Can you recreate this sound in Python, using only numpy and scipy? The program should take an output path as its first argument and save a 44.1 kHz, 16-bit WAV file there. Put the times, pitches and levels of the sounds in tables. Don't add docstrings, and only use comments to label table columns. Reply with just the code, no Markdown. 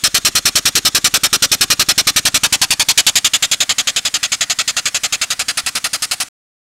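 import sys
import numpy as np
from scipy import signal
from scipy.io import wavfile
from scipy.ndimage import uniform_filter1d, map_coordinates

SR = 44100
rng = np.random.default_rng(int(sys.argv[2]) if len(sys.argv) > 2 else 0)


def store_pcm(level_fs):
    pcm = np.round(np.clip(level_fs, -1, 1) * 32767).astype(np.int16)
    wavfile.write(sys.argv[1], SR, np.atleast_2d(pcm).T)


N = 298116
STOP_S, EDGE_HZ = 6.286, 15850
TIME = np.arange(N) / SR
FFT_SIZE, HOP = 1024, 256
FRAME_S = np.arange(N // HOP + 5)[:, None] * HOP / SR
BIN_HZ = np.fft.rfftfreq(FFT_SIZE, 1 / SR)


def gain_of(db):
    return 10 ** (np.asarray(db) / 20)


def curves(table, t):
    s, *columns = np.transpose(table)
    return [np.interp(t, s, column) for column in columns]


def read(points, hz):
    f, value = np.transpose(points)
    return np.interp(np.log(hz + 1), np.log(f + 1), value)


def bell(hz, width_hz):
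    return np.exp(-np.log(2) * (2 * (BIN_HZ - hz) / width_hz) ** 2)


def lobes(rows, fade_s=0.44):
    total_db = 0
    for start, end, hz, width_hz, db in rows:
        inside_s = np.minimum(FRAME_S - start, end - FRAME_S)
        presence = np.clip(.5 + inside_s / fade_s, 0, 1)
        total_db = total_db + db * presence * bell(hz, width_hz)
    return total_db


def patches(size):
    field = rng.standard_normal((len(FRAME_S), len(BIN_HZ)))
    field = uniform_filter1d(field, size=size, axis=0)
    field = uniform_filter1d(field, size=5, axis=1)
    return field / field.std()


def evened(db):
    colour = gain_of(db)
    return colour / np.sqrt(np.mean(colour ** 2, axis=-1, keepdims=True))


def noise(colour):
    z = rng.standard_normal((len(FRAME_S), len(BIN_HZ), 2)) @ [1, 1j]
    x = signal.istft((z * colour).T, nperseg=FFT_SIZE, noverlap=FFT_SIZE - HOP)[1][:N]
    return x * np.sqrt(3 / FFT_SIZE)


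def passed(x, hz, kind, order=2):
    return signal.sosfilt(signal.butter(order, hz, kind, fs=SR, output="sos"), x)


def delayed(x, seconds):
    return map_coordinates(x, [(TIME - seconds) * SR], order=3)


# (frequency [Hz], density [dB per Hz])
LEAK_SPECTRUM = [(25, -1), (45, 0.5), (110, -8), (250, -0.5), (400, -7.5), (850, -7), (1400, 1), (2600, -1),
                 (3550, -0.5), (4700, 0), (6700, 0.5), (9000, -1), (12000, -11.5), (15500, -18.5)]
# (from [s], to [s], frequency [Hz], width [Hz], gain [dB])
LEAK_WHISTLES = [(-.2, 2.3, 3500, 406, 8), (-.2, 2.6, 6700, 797, 6.5), (-.2, 1.6, 8340, 900, 1),
                 (3.5, 5.5, 1900, 250, 4.5), (5.9, 7.8, 8700, 600, 2)]


def leak(level_db=-37.5, patchy_db=2):
    db = read(LEAK_SPECTRUM, BIN_HZ) + lobes(LEAK_WHISTLES) + patchy_db * patches(size=16)
    return gain_of(level_db) * noise(evened(db))


# (time [s], bass gain [dB], treble gain [dB], relative knock level [dB])
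WALK = [(0, 4.5, 7.5, -22.5), (1.2, 7.5, 8, -22), (2.3, 4, 4.5, -21), (3.2, 0, 5.5, -29.5),
        (3.7, 5, -1.5, -31.5), (4.4, -0.5, -4, -33), (5.7, 3.5, 0, -34), (6.3, 2, 4, -34)]


def walk(t):
    return curves(WALK, t)


# (time [s], level [dB])
PUFF_LOUDNESS = [(0, -10), (2.0, -9), (2.8, -10.5), (2.97, -6.5), (3.4, -11), (4.1, -13.5), (5.2, -14.5),
                 (5.4, -15.7), (6.3, -16)]


def crank(open_share=0.4, start_hz=9.24256, limit_hz=11.64781, spin_up_s=1.38802,
          sag_hz_per_s=.08234, first_puff_s=.03788, uneven_db=0.02):
    speed_hz = limit_hz - (limit_hz - start_hz) * np.exp(-TIME / spin_up_s) - sag_hz_per_s * TIME
    turns = np.cumsum(speed_hz) / SR
    first, last = np.interp([first_puff_s, STOP_S], TIME, turns)
    open_s = np.interp(np.arange(first, last), turns, TIME)
    loudness_db, = curves(PUFF_LOUDNESS, open_s)
    puff_db = loudness_db + uneven_db * rng.standard_normal(len(open_s))
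    span_s = open_share / np.interp(open_s, TIME, speed_hz)
    return open_s, puff_db, span_s


# (place [share of the open time], width [s], relative level [dB])
KNOCKS = [(-.26, 0.001, -25), (-.022, 0.00069, 3), (.995, 0.00062, -1.5), (1.27, 0.00084, -23)]
# (frequency [Hz], t60 [s], relative level [dB])
BODY_MODES = [(44, .5, -16), (148.7, 0.026, -10.5), (283, 0.06, -16)]


def thumps(low_hz=75, trim_db=1):
    open_s, _, span_s = crank()
    push = np.zeros(N)
    for share, width_s, db in KNOCKS:
        knock_s = open_s + share * span_s
        midpoints = (knock_s[1:] + knock_s[:-1]) / 2
        nearest = knock_s[np.searchsorted(midpoints, TIME)]
        push -= gain_of(db) * np.exp(-.5 * ((TIME - nearest) / width_s) ** 2)
    t = np.arange(SR // 10) / SR
    ringing = np.zeros(len(t))
    for hz, t60, db in BODY_MODES:
        step = 2 * np.pi * hz / SR
        ringing += gain_of(db - 60 * t / t60) * np.cos(2 * np.pi * hz * t) * step
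    push = push + signal.oaconvolve(push, ringing)[:N]
    _, _, knock_db = walk(TIME)
    return passed(push, low_hz, "highpass", order=1) * gain_of(knock_db + trim_db)


# (frequency [Hz], density [dB per Hz])
JET_SPECTRUM = [(30, -28), (140, -16), (280, -16), (440, -14), (660, -9.5), (1020, -10), (1260, -1),
                (2050, -2), (2600, 1), (5200, 1), (7400, -2), (9500, -7), (12000, -13), (15500, -26.5)]
# (frequency [Hz], width [Hz], gain [dB])
PIPE = [(284, 62, 4), (710, 140, 1), (910, 98, -4.5), (1300, 250, 0), (2087, 130, -4)]
# (frequency [Hz], width [Hz], gain [dB])
AFAR = [(365, 99, 6), (4160, 640, 4.5), (4560, 170, -5.5), (5000, 150, -5.5), (5305, 130, 8.5),
        (5760, 221, 6), (6790, 330, -6), (9750, 620, -7.5), (12040, 440, 5), (13000, 700, -2.5)]
APPROACHING = [(932, 214, 13.5), (1380, 230, -4.5), (2240, 200, 3.5), (4510, 720, 4)]
BESIDE_JET = [(2130, 300, 3.5), (3460, 1100, 4.9)]
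OVER_ENGINE = [(357, 66, -3), (752, 150, 1.5), (4060, 264, -1.5), (5040, 350, 3.5), (5650, 760, -6)]
LEANING_IN = [(1450, 500, -3), (4730, 280, -2.5), (6970, 1500, 6), (9450, 2500, -1.5)]
DRAWN_BACK = [(3510, 1200, -3.5), (4110, 220, 5.5), (5500, 280, 3), (7130, 200, -7), (9800, 2000, 4.5),
              (14000, 3000, 3)]
# (from [s], to [s], bands heard there)
PLACES = [(-.2, 2.36, AFAR), (2.4, 3.04, APPROACHING), (2.8, 4.07, BESIDE_JET), (3.15, 7.8, OVER_ENGINE),
          (2.9, 5.35, LEANING_IN), (5.35, 7.56, DRAWN_BACK)]


def jet_colour(bass_hz=600, treble_hz=8500, patchy_db=1.6):
    bass_db, treble_db, _ = walk(FRAME_S)
    heard_bands = [(start, end, *band) for start, end, bands in PLACES for band in bands]
    db = read(JET_SPECTRUM, BIN_HZ) + lobes(heard_bands)
    db = db + sum(gain_db * bell(hz, width_hz) for hz, width_hz, gain_db in PIPE)
    db = db + bass_db / (1 + (BIN_HZ / bass_hz) ** 2)
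    db = db + treble_db * (1 - 1 / (1 + (BIN_HZ / treble_hz) ** 4))
    return evened(db + patchy_db * patches(size=12))


# (progress [share of the open time], roar [dB], hiss [dB], fizz [dB]), relative
BLOWDOWN = [(0, 1.5, -0.5, -3.5), (0.099, -8, 0, 4), (0.271, -2, 2.5, 0), (0.499, 1, 0, -3),
            (0.75, -2.5, -3, -4), (.9, -5.5, -5.5, -5), (1, -7, -13.5, -21.5)]


def exhaust(roar_hz=1100, fizz_hz=6500, lead_s=0.00065, rise_s=0.0013, shut_s=0.0036, trim_db=1):
    open_s, puff_db, span_s = crank()
    turn = np.maximum(np.searchsorted(open_s - lead_s, TIME) - 1, 0)
    age_s, span_s = TIME - open_s[turn], span_s[turn]
    opening = np.clip((age_s + lead_s) / rise_s, 0, 1)
    closing = np.exp(-np.maximum(age_s - span_s, 0) / shut_s)
    roar = 1 / (1 + (BIN_HZ / roar_hz) ** 4)
    fizz = 1 - 1 / (1 + (BIN_HZ / fizz_hz) ** 8)
    shares = [roar, (1 - roar) * (1 - fizz), (1 - roar) * fizz]
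    colour = jet_colour()
    steam = np.zeros(N)
    for share, course_db in zip(shares, curves(BLOWDOWN, age_s / span_s)):
        steam += noise(colour * np.sqrt(share)) * gain_of(course_db)
    puffs = steam * opening * closing * gain_of(puff_db[turn] + trim_db)
    return passed(puffs, 140, "highpass")


# (time [s], delay [s], level [dB])
BOUNCE = [(0, 0.0016, -16.5), (2.099, .00171, -20), (2.7, 0.0011, -15), (3.7, 0.0016, -26),
          (4.6, 0.00148, -14), (6.298, 0.0015, -25)]
# (frequency [Hz], t60 [s])
YARD_DECAY = [(150, 0.17), (1000, 0.14), (4000, 0.074), (12000, 0.06)]


def yard(x, wet_db=-20, first_s=.004, wall_s=.066, wall_hz=11000, echo_under_knock_db=-8.5):
    bounce_s, bounce_db = curves(BOUNCE, TIME)
    near = x + gain_of(bounce_db) * delayed(x, bounce_s)
    taps = rng.standard_normal(SR // 3) * (np.arange(SR // 3) > first_s * SR)
    hz, t, z = signal.stft(taps, SR, nperseg=256)
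    decay = np.exp(-np.log(1000) * t / read(YARD_DECAY, hz)[:, None])
    tail = signal.istft(z * decay, SR, nperseg=256)[1]
    scatter = signal.oaconvolve(x, tail / np.linalg.norm(tail))[:N]
    _, _, knock_db = walk(TIME)
    echo = passed(delayed(x, wall_s), wall_hz, "lowpass")
    return near + gain_of(wet_db) * scatter + gain_of(knock_db + echo_under_knock_db) * echo


def hollow(x, hz=362, width_hz=70, from_s=3.3, fade_s=.6):
    band = passed(x, [hz - width_hz / 2, hz + width_hz / 2], "bandpass", order=1)
    return x - np.clip(.5 + (TIME - from_s) / fade_s, 0, 1) * band


def bump(at_s=5.635, hz=70, fall_s=0.0099, db=-32):
    age_s = np.maximum(TIME - at_s, 0)
    return gain_of(db) * np.exp(-age_s / fall_s) * np.sin(2 * np.pi * hz * age_s)


def scene():
    engine = yard(exhaust() + thumps())
    return hollow(engine + leak() + bump())[None]


def record(dry, ceiling=.8):
    edge = signal.firwin(511, EDGE_HZ, window=("kaiser", 8), fs=SR)[None]
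    heard = signal.oaconvolve(dry, edge, "same")
    rounded = heard / (1 + (heard / ceiling) ** 4) ** (1 / 4)
    return signal.oaconvolve(rounded * (TIME < STOP_S), edge, "same")


dry = scene()
out = record(dry)
store_pcm(out)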